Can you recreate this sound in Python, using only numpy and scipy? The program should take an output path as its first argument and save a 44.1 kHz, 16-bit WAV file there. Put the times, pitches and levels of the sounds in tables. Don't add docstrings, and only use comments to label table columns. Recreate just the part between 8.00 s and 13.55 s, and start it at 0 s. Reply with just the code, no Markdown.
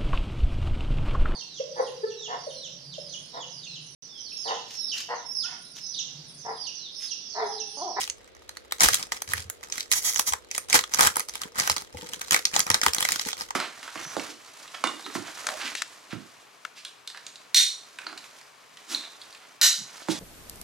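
import sys
import numpy as np
from scipy import signal
from scipy.fft import rfft, irfft
from scipy.io import wavfile
from scipy.ndimage import uniform_filter1d

SR = 44100
rng = np.random.default_rng(int(sys.argv[2]) if len(sys.argv) > 2 else 0)


def to_wav(sig):
    pcm = np.clip(np.atleast_2d(sig), -1, 1) * 32767
    pcm = np.round(pcm).astype(np.int16)
    wavfile.write(sys.argv[1], SR, pcm.T)


N = 244755
TIME_S = np.arange(N) / SR
BODY_HZ, EDGE_HZ, TOP_HZ = 2000, 8000, 16000
PORT_LAG_S = 0.0002
SEAM_LAG_S = 0.000907

# start_s, level_db (2-8 kHz), body_db (relative), edge_db (relative), ring_hz (of the facet)
CREASES = [(0.0335, -28.5, -14, -15, 5400), (0.0763, -31.5, -9, -11, 2770), (0.0987, -24, -37, -16, 6210),
           (0.492, -34.5, -6.5, -8, 4100), (0.57, -35, -5.5, -13, 4190), (0.722, -22.5, -4, -6.5, 3800),
           (0.8063, -12, -8.5, -9, 5770), (0.8859, -16.5, 0.5, -3, 1730), (0.943, -18, -13, 1, 6230),
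           (1.027, -27, -30, -7, 5100), (1.1204, -23.5, -4.5, -9, 1920), (1.2196, -27.5, -6.5, -2.5, 6340),
           (1.3184, -34, -1, -3, 6440), (1.335, -24, 4, -2.5, 1870), (1.4991, -32, -3.5, 3, 6860),
           (1.723, -24.5, -25, -22, 6100), (1.8062, -25.5, -37, -14, 4350),
           (1.9159, -16.5, -15, -4.5, 6640), (1.9242, -16.5, -27, -7, 5760), (1.934, -20.5, -8.5, -9, 6700),
           (2.16, -22.5, -12, -25, 6270), (2.1726, -26.5, -13, -15, 5500), (2.1945, -16, -5, -2.5, 6040),
           (2.3229, -25.5, -9.5, -15, 985), (2.3347, -24, 3.5, -7, 990), (2.5128, -27, -18, -8, 6160),
           (2.5793, -24.5, -4.5, 1, 8870), (2.699, -25.5, -15, -8, 6150), (2.7285, -14.5, -15, -11, 2140),
           (2.743, -15, -2.5, -11, 915), (2.753, -17, 0.5, -13, 1770), (2.7902, -19, -6, -13, 1070),
           (2.8388, -27.5, -2.5, -33, 3350), (2.9373, -20, -11, -14, 5940), (2.945, -19, -9, -7, 6000),
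           (2.9925, -22, 7, -0.5, 1230), (3.0077, -15.5, 0.5, -1, 1050), (3.071, -18, 1.5, 0, 1330),
           (3.1574, -30, 0, 0, 1210), (3.1678, -28.5, 7, 6.5, 1330), (3.1955, -27.5, -1, 3, 1270),
           (3.2859, -33, -8.5, -5, 4860), (3.3542, -29.5, -7, -7.5, 3430), (3.4169, -28.5, -6, -7.5, 1250),
           (3.5984, -17.5, -20, -16, 4900), (3.6746, -22.5, -0.5, -4, 1560), (3.698, -16, -5, -11.5, 5360),
           (3.764, -24.5, -7.5, -10, 4700), (4.134, -28, -12, -10, 3020), (4.215, -28, -5, -6, 1380),
           (4.309, -16.5, -11.5, -7, 6900), (4.344, -14, -3, -9.5, 2240), (4.363, -21, 1.5, -9, 2200),
           (4.453, -14, -26, -16, 5960), (4.5397, -25, -24, -12, 2350), (4.563, -15.5, -7, -17, 7230),
           (4.593, -20.5, -5.5, 0, 5700), (4.6029, -15.5, -15, -11, 7020), (4.7017, -16.5, -5, -7, 1020),
           (4.714, -21, -13, -15, 6000), (4.7432, -13.5, -9, -11.5, 3840), (4.8148, -20, -7, -14, 5340),
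           (4.835, -22.5, -6, -8, 1280), (4.8639, -16, 1.5, -8, 1080), (4.934, -21.5, -12.5, -7, 5360),
           (4.9466, -21.5, -11, -2, 6300), (5.0057, -24.5, -4.5, -0.5, 3400), (5.0265, -22, -8, -5, 3400),
           (5.0502, -20.5, -2.5, -9, 2120), (5.0878, -20.5, -4, -8, 1820), (5.12, -20.5, -22, -2.5, 6800),
           (5.1946, -23.5, -7.5, -22, 5170), (5.287, -28, -3.5, -5.5, 6300), (5.3304, -25.5, -9, -27, 3430),
           (5.409, -28, -4, -18, 5140), (5.5061, -32.5, 4, -14, 1015)]


def undb(db):
    return 10 ** (np.asarray(db) / 20)


def unit(x):
    return x / np.sqrt(np.mean(x ** 2))


def colour(x, points):
    size = 2048
    hz, db = np.transpose(points)
    grid_hz = np.maximum(np.fft.rfftfreq(size, 1 / SR), 1)
    gain = undb(np.interp(np.log(grid_hz), np.log(hz), db))
    cepstrum = irfft(np.log(gain))
    cepstrum[1:size // 2] *= 2
    cepstrum[size // 2 + 1:] = 0
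    response = irfft(np.exp(rfft(cepstrum)))
    response = response.reshape((1,) * (x.ndim - 1) + (-1,))
    return signal.oaconvolve(x, response, axes=-1)[..., :x.shape[-1]]


def split(x):
    bands = [(BODY_HZ, "low"), ([BODY_HZ, EDGE_HZ], "band"), (EDGE_HZ, "high")]
    return [signal.sosfilt(signal.butter(3, hz, kind, fs=SR, output="sos"), x) for hz, kind in bands]


def steady(x, even_s):
    width = int(even_s * SR)
    power = np.mean(x ** 2, axis=0)
    smooth_power = uniform_filter1d(uniform_filter1d(power, width), width)
    return x / np.sqrt(smooth_power + 1e-9)


def add(out, start_s, sound, lag_s=0):
    for port, part, delay_s in zip(out, sound, (0, lag_s)):
        i = min(max(int((start_s + delay_s) * SR), 0), N - 1)
        port[i:i + len(part)] += part[:N - i]


def lags(times_s, spread_s=0.00011):
    return PORT_LAG_S + spread_s * rng.standard_normal(len(times_s))


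def gesture(full_s, hold_s, rise_db_per_s, fall_db_per_s):
    rise_db = rise_db_per_s * np.maximum(full_s - TIME_S, 0)
    fall_db = fall_db_per_s * np.clip(TIME_S - full_s - hold_s, 0, 1)
    return undb(-rise_db - fall_db)


def ambience():
    # freq_hz, level_db
    hush_spectrum = [(25, -24), (60, 1.5), (160, -17.5), (470, -1), (900, -13.5), (4000, -12), (16000, -58)]
    return unit(colour(rng.standard_normal((2, N)), hush_spectrum)) * undb(-57.5)


def facets(main_hz, main_db, ring_s=0.00046, ring_slope=0.59, travel_s=0.001497, own_share=0.93,
           swell_s=0.00071, size=640, order=40):
    # freq_hz, level_db (per Hz)
    foil_spectrum = [(120, -14.5), (310, -11), (480, -3.5), (740, -2.5), (1100, 3), (1700, 0.5), (2800, -3),
                     (6000, -0.5), (11500, -8.5), (16000, -16.5)]
    t = np.arange(size) / SR
    cracks = np.zeros((len(main_hz), 2, size))
    for crack in cracks:
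        edges_hz = np.linspace(np.sqrt(200), np.sqrt(TOP_HZ), order + 1) ** 2
        hz = edges_hz[:-1] + np.diff(edges_hz) * rng.random(order)
        decay_s = ring_s * (hz / 4000) ** -ring_slope
        age_s = np.maximum(t - travel_s * rng.random((order, 1)) ** 2, 0)
        port_gain = own_share * np.sqrt(hz / EDGE_HZ) * rng.standard_normal((2, order))
        gain = (rng.standard_normal(order) + port_gain) * np.sqrt(np.sqrt(hz) / decay_s)
        modes = np.exp(-age_s / decay_s[:, None]) * np.sin(2 * np.pi * hz[:, None] * age_s)
        crack += gain @ modes
    clicks = []
    for crack, hz in zip(colour(cracks, foil_spectrum), main_hz):
        swell = t * np.exp(-t / swell_s * np.sqrt(hz / BODY_HZ))
        ring = swell * np.sin(2 * np.pi * hz * t)
        clicks.append(unit(crack) + unit(ring) * undb(main_db))
    return np.array(clicks)


def crackle(per_s, spread_db, main_db, count=64):
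    bank = facets(np.geomspace(1300, 9500, count), main_db)
    out = np.zeros((2, N))
    when, which, size = rng.random((int(per_s * N / SR), 3)).T
    times_s = when * N / SR
    gains = undb(-spread_db * np.log(1 - .99 * size))
    for start_s, k, gain, lag_s in zip(times_s, (which * count).astype(int), gains, lags(times_s)):
        add(out, start_s, bank[k] * gain, lag_s)
    return unit(out)


def panel(x, ring_db=-11.5, q=1.15):
    times_s, *_, ring_hz = np.transpose(CREASES)
    midpoints_s = (times_s[1:] + times_s[:-1]) / 2
    parts = np.split(x, np.sort(midpoints_s * SR).astype(int), axis=1)
    rings = [signal.lfilter(*signal.iirpeak(hz, q, fs=SR), part) for hz, part in zip(ring_hz, parts)]
    return x + undb(ring_db) * np.hstack(rings)


def wrapper(resting_db=-61.5, grip_db_per_s=1001, relax_db_per_s=337, edge_db=-1.0, gentle_edge_db=-4.0,
            dense_from_db=-21.0, dense_range_db=7.5):
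    # full_grip_s, hold_s, level_db, body_db (relative)
    squeezes = [(0.0, 0.015, -29, -17), (0.72, 0.0044, -42, -8), (0.819, 0.029, -16.5, -7.5),
                (0.876, 0.083, -28.5, -13), (0.973, 0.045, -38, -2.5), (1.122, 0.045, -40, -5.5),
                (1.286, 0.11, -37, -10), (1.639, 0.0082, -39.5, -4), (1.717, 0.085, -36, -10.5),
                (2.517, 0.057, -39.5, -16), (2.564, 0.0077, -33, -9), (2.742, 0.018, -19, -6.5),
                (2.704, 0.016, -32, -5.5), (2.919, 0.1, -34, -3.5), (2.999, 0.062, -22, -2.5),
                (3.166, 0.041, -37.5, -7.5), (3.295, 0.08, -43, -10), (3.416, 0.0064, -36, -3),
                (3.558, 0.02, -39, -1), (3.586, 0.0035, -25.5, -2), (3.635, 0.08, -30, -6),
                (3.773, 0.033, -37, -3.5), (3.944, 0.69, -44, -7.5), (4.323, 0.018, -23, -5.5),
                (4.543, 0.049, -29.5, -3), (4.674, 0.084, -32.5, 0), (4.834, 0.047, -30, -3),
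                (4.955, 0.067, -35.5, -5), (4.988, 0.17, -32.5, -8), (5.19, 0.026, -34.5, -15),
                (5.259, 0.041, -34, -10), (5.386, 0.042, -35.5, -5.5)]
    power = body_power = undb(resting_db) ** 2
    for full_s, hold_s, level_db, body_db in squeezes:
        grip = (undb(level_db) * gesture(full_s, hold_s, grip_db_per_s, relax_db_per_s)) ** 2
        power = power + grip
        body_power = body_power + grip * undb(body_db) ** 2
    dense = 1 / (0.5 + np.exp((dense_from_db - 10 * np.log10(power)) / dense_range_db))
    ticks = np.sqrt(1 - dense) * crackle(per_s=310, spread_db=6.0, main_db=-6.5)
    crunch = np.sqrt(dense) * crackle(per_s=2000, spread_db=3.5, main_db=-12.0)
    low, middle, edge = (steady(band, even_s=0.084) for band in split(panel(ticks + crunch)))
    treble = middle + edge * undb(edge_db + gentle_edge_db * (2.0 - dense))
    return np.sqrt(body_power) * low + np.sqrt(power) * treble


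def snaps(low_cut_hz=414.0, level_s=0.0042):
    out = np.zeros((2, N))
    times_s, *_, ring_hz = np.transpose(CREASES)
    low_cut = signal.butter(2, low_cut_hz, "high", fs=SR, output="sos")
    clicks = signal.sosfilt(low_cut, facets(ring_hz, main_db=-4))
    for (start_s, level_db, body_db, edge_db, _), click, lag_s in zip(CREASES, clicks, lags(times_s)):
        for band, band_db in zip(split(click), (body_db, 0, edge_db)):
            energy = np.sum(band ** 2) / 2
            gain = undb(level_db + band_db) * np.sqrt(level_s * SR / energy)
            add(out, start_s, band * gain, lag_s)
    return out


def blow(modes, peak_db, swell_s, apart_rad, size=10000):
    t = np.arange(size) / SR
    ring = 0
    for hz, db in modes:
        phase = 2 * np.pi * rng.random() + apart_rad * rng.standard_normal((2, 1))
        detuned_hz = hz * (1 + 0.065 * rng.standard_normal())
        ring = ring + undb(db) * np.sin(2 * np.pi * detuned_hz * t + phase)
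    ring = ring * t ** 2 * np.exp(-t / swell_s)
    return ring * undb(peak_db) / np.abs(ring).max()


def bumps(lift_db=4.0):
    # start_s, level_db (peak before lift_db), pitch_hz
    handling = [(0.845, -39.5, 53.8), (0.898, -45, 94.3), (1.275, -49, 92.5), (1.331, -43, 88.5),
                (1.378, -45, 86), (1.448, -49, 86), (2.308, -48, 70), (3.049, -46, 77.4), (3.694, -46, 89),
                (3.937, -46.5, 79), (4.693, -42, 99), (4.863, -46.5, 71)]
    # pitch_multiple, level_db
    thud_modes = [(1, 5.5), (1.4, -3), (2.2, -10)]
    out = np.zeros((2, N))
    for start_s, level_db, pitch_hz in handling:
        modes = [(multiple * pitch_hz, mode_db) for multiple, mode_db in thud_modes]
        add(out, start_s, blow(modes, level_db + lift_db, swell_s=0.0096, apart_rad=0.53))
    return out


def tear(slips_per_s, release_s=0.0018, uneven=0.27, own_share=0.6):
    # freq_hz, level_db (per Hz)
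    tear_spectrum = [(400, -22.5), (1200, -3.5), (2200, -0.5), (2700, -6), (3200, -1), (4500, -0.5),
                     (6100, 9.5), (8200, 1), (12000, 0), (16000, -12)]
    wander = np.repeat(rng.standard_normal(N // 200 + 1), 200)[:N]
    phase = np.cumsum(slips_per_s * np.exp(uneven * wander)) / SR % 1
    spray = colour(rng.standard_normal((3, N)), tear_spectrum)
    gate = uniform_filter1d(np.exp(-phase / slips_per_s / release_s), size=12)
    left, right = (spray[0] + own_share * spray[1:]) * gate
    right = np.roll(right, int(SEAM_LAG_S * SR))
    return steady(np.array([left, right]), even_s=0.03)


def seam(tear_db=0.5, tighten_db_per_s=1403, slacken_db_per_s=700):
    # full_pull_s, hold_s, level_db (before tear_db), slips_per_s (nominal)
    pulls = [(1.922, 0.014, -25, 530), (1.956, 0.029, -27, 590), (2.021, 0.03, -33.5, 173),
             (2.049, 0.049, -25.5, 600), (2.116, 0.096, -32, 110), (2.274, 0.013, -23.5, 730)]
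    gains = np.array([undb(level_db) * gesture(full_s, hold_s, tighten_db_per_s, slacken_db_per_s)
                      for full_s, hold_s, level_db, _ in pulls])
    slips_per_s = np.array(pulls)[gains.argmax(axis=0), -1]
    return gains.max(axis=0) * tear(slips_per_s) * undb(tear_db)


def knocks():
    # start_s, level_db (peak)
    card_knocks = [(2.742, -21.5), (3.452, -35.5), (3.944, -33.5), (3.984, -39), (4.026, -34),
                   (4.041, -37.5), (4.098, -45), (4.129, -39), (4.167, -42), (4.866, -25.5),
                   (5.261, -29.5)]
    # freq_hz, level_db
    stack_modes = [(190, -2.5), (290, 0.5), (470, 9), (960, 3)]
    out = np.zeros((2, N))
    for start_s, level_db in card_knocks:
        add(out, start_s, blow(stack_modes, level_db, swell_s=0.0023, apart_rad=0.66))
    return out


def room(x, tail_db=-11.0, t60_s=0.16, treble_t60_s=0.19, near_db=-5.5, near_s=0.0029, size=20000):
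    # freq_hz, gain_db
    tail_colour = [(100, -4), (340, -7), (470, 5), (600, -5.5), (2000, 0.5), (6000, 3), (16000, -5)]
    t = np.arange(size) / SR
    low, middle, edge = split(rng.standard_normal((2, size)))
    tail = (low + middle) * undb(-60 * t / t60_s) + edge * undb(-60 * t / treble_t60_s)
    tail = colour(tail * (1 - np.exp(-t / near_s)), tail_colour)
    near = rng.standard_normal((2, size)) * np.exp(-t / near_s) * (t > SEAM_LAG_S)
    response = (unit(tail) * undb(tail_db) + unit(near) * undb(near_db)) / np.sqrt(size)
    return x + signal.fftconvolve(x, response, axes=1)[:, :N]


def turn(x):
    # freq_hz, delay_rad
    port_phase = [(250, 0), (750, 2.5), (1000, 2.5), (1200, 1.0), (1900, 0.6), (2300, 2.0), (3000, -1),
                  (6000, 0)]
    delay_rad = np.interp(np.fft.rfftfreq(2 * N, 1 / SR), *np.transpose(port_phase))
    return irfft(rfft(x, 2 * N) * np.exp(-1j * delay_rad))[:N]


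def scene():
    return room(snaps() + wrapper() + seam() + knocks()) + bumps() + ambience()


def record(dry):
    # freq_hz, gain_db
    left_port = [(480, 4.5), (720, 3), (1650, -0.5), (2100, -3), (2700, 1), (6200, -3), (15000, 3)]
    right_port = [(480, 5.5), (950, -2), (1300, 1.5), (1650, -1.5), (2100, 3.5), (2600, -1.5), (6200, 2.5),
                  (8000, 0), (11000, 2), (14500, -3)]
    ports = np.array([colour(dry[0], left_port), colour(turn(dry[1]), right_port)])
    top_cut = signal.ellip(8, .2, 70, TOP_HZ, fs=SR, output="sos")
    return signal.sosfilt(top_cut, np.clip(ports, -1, 1))


dry = scene()
out = record(dry)
to_wav(out)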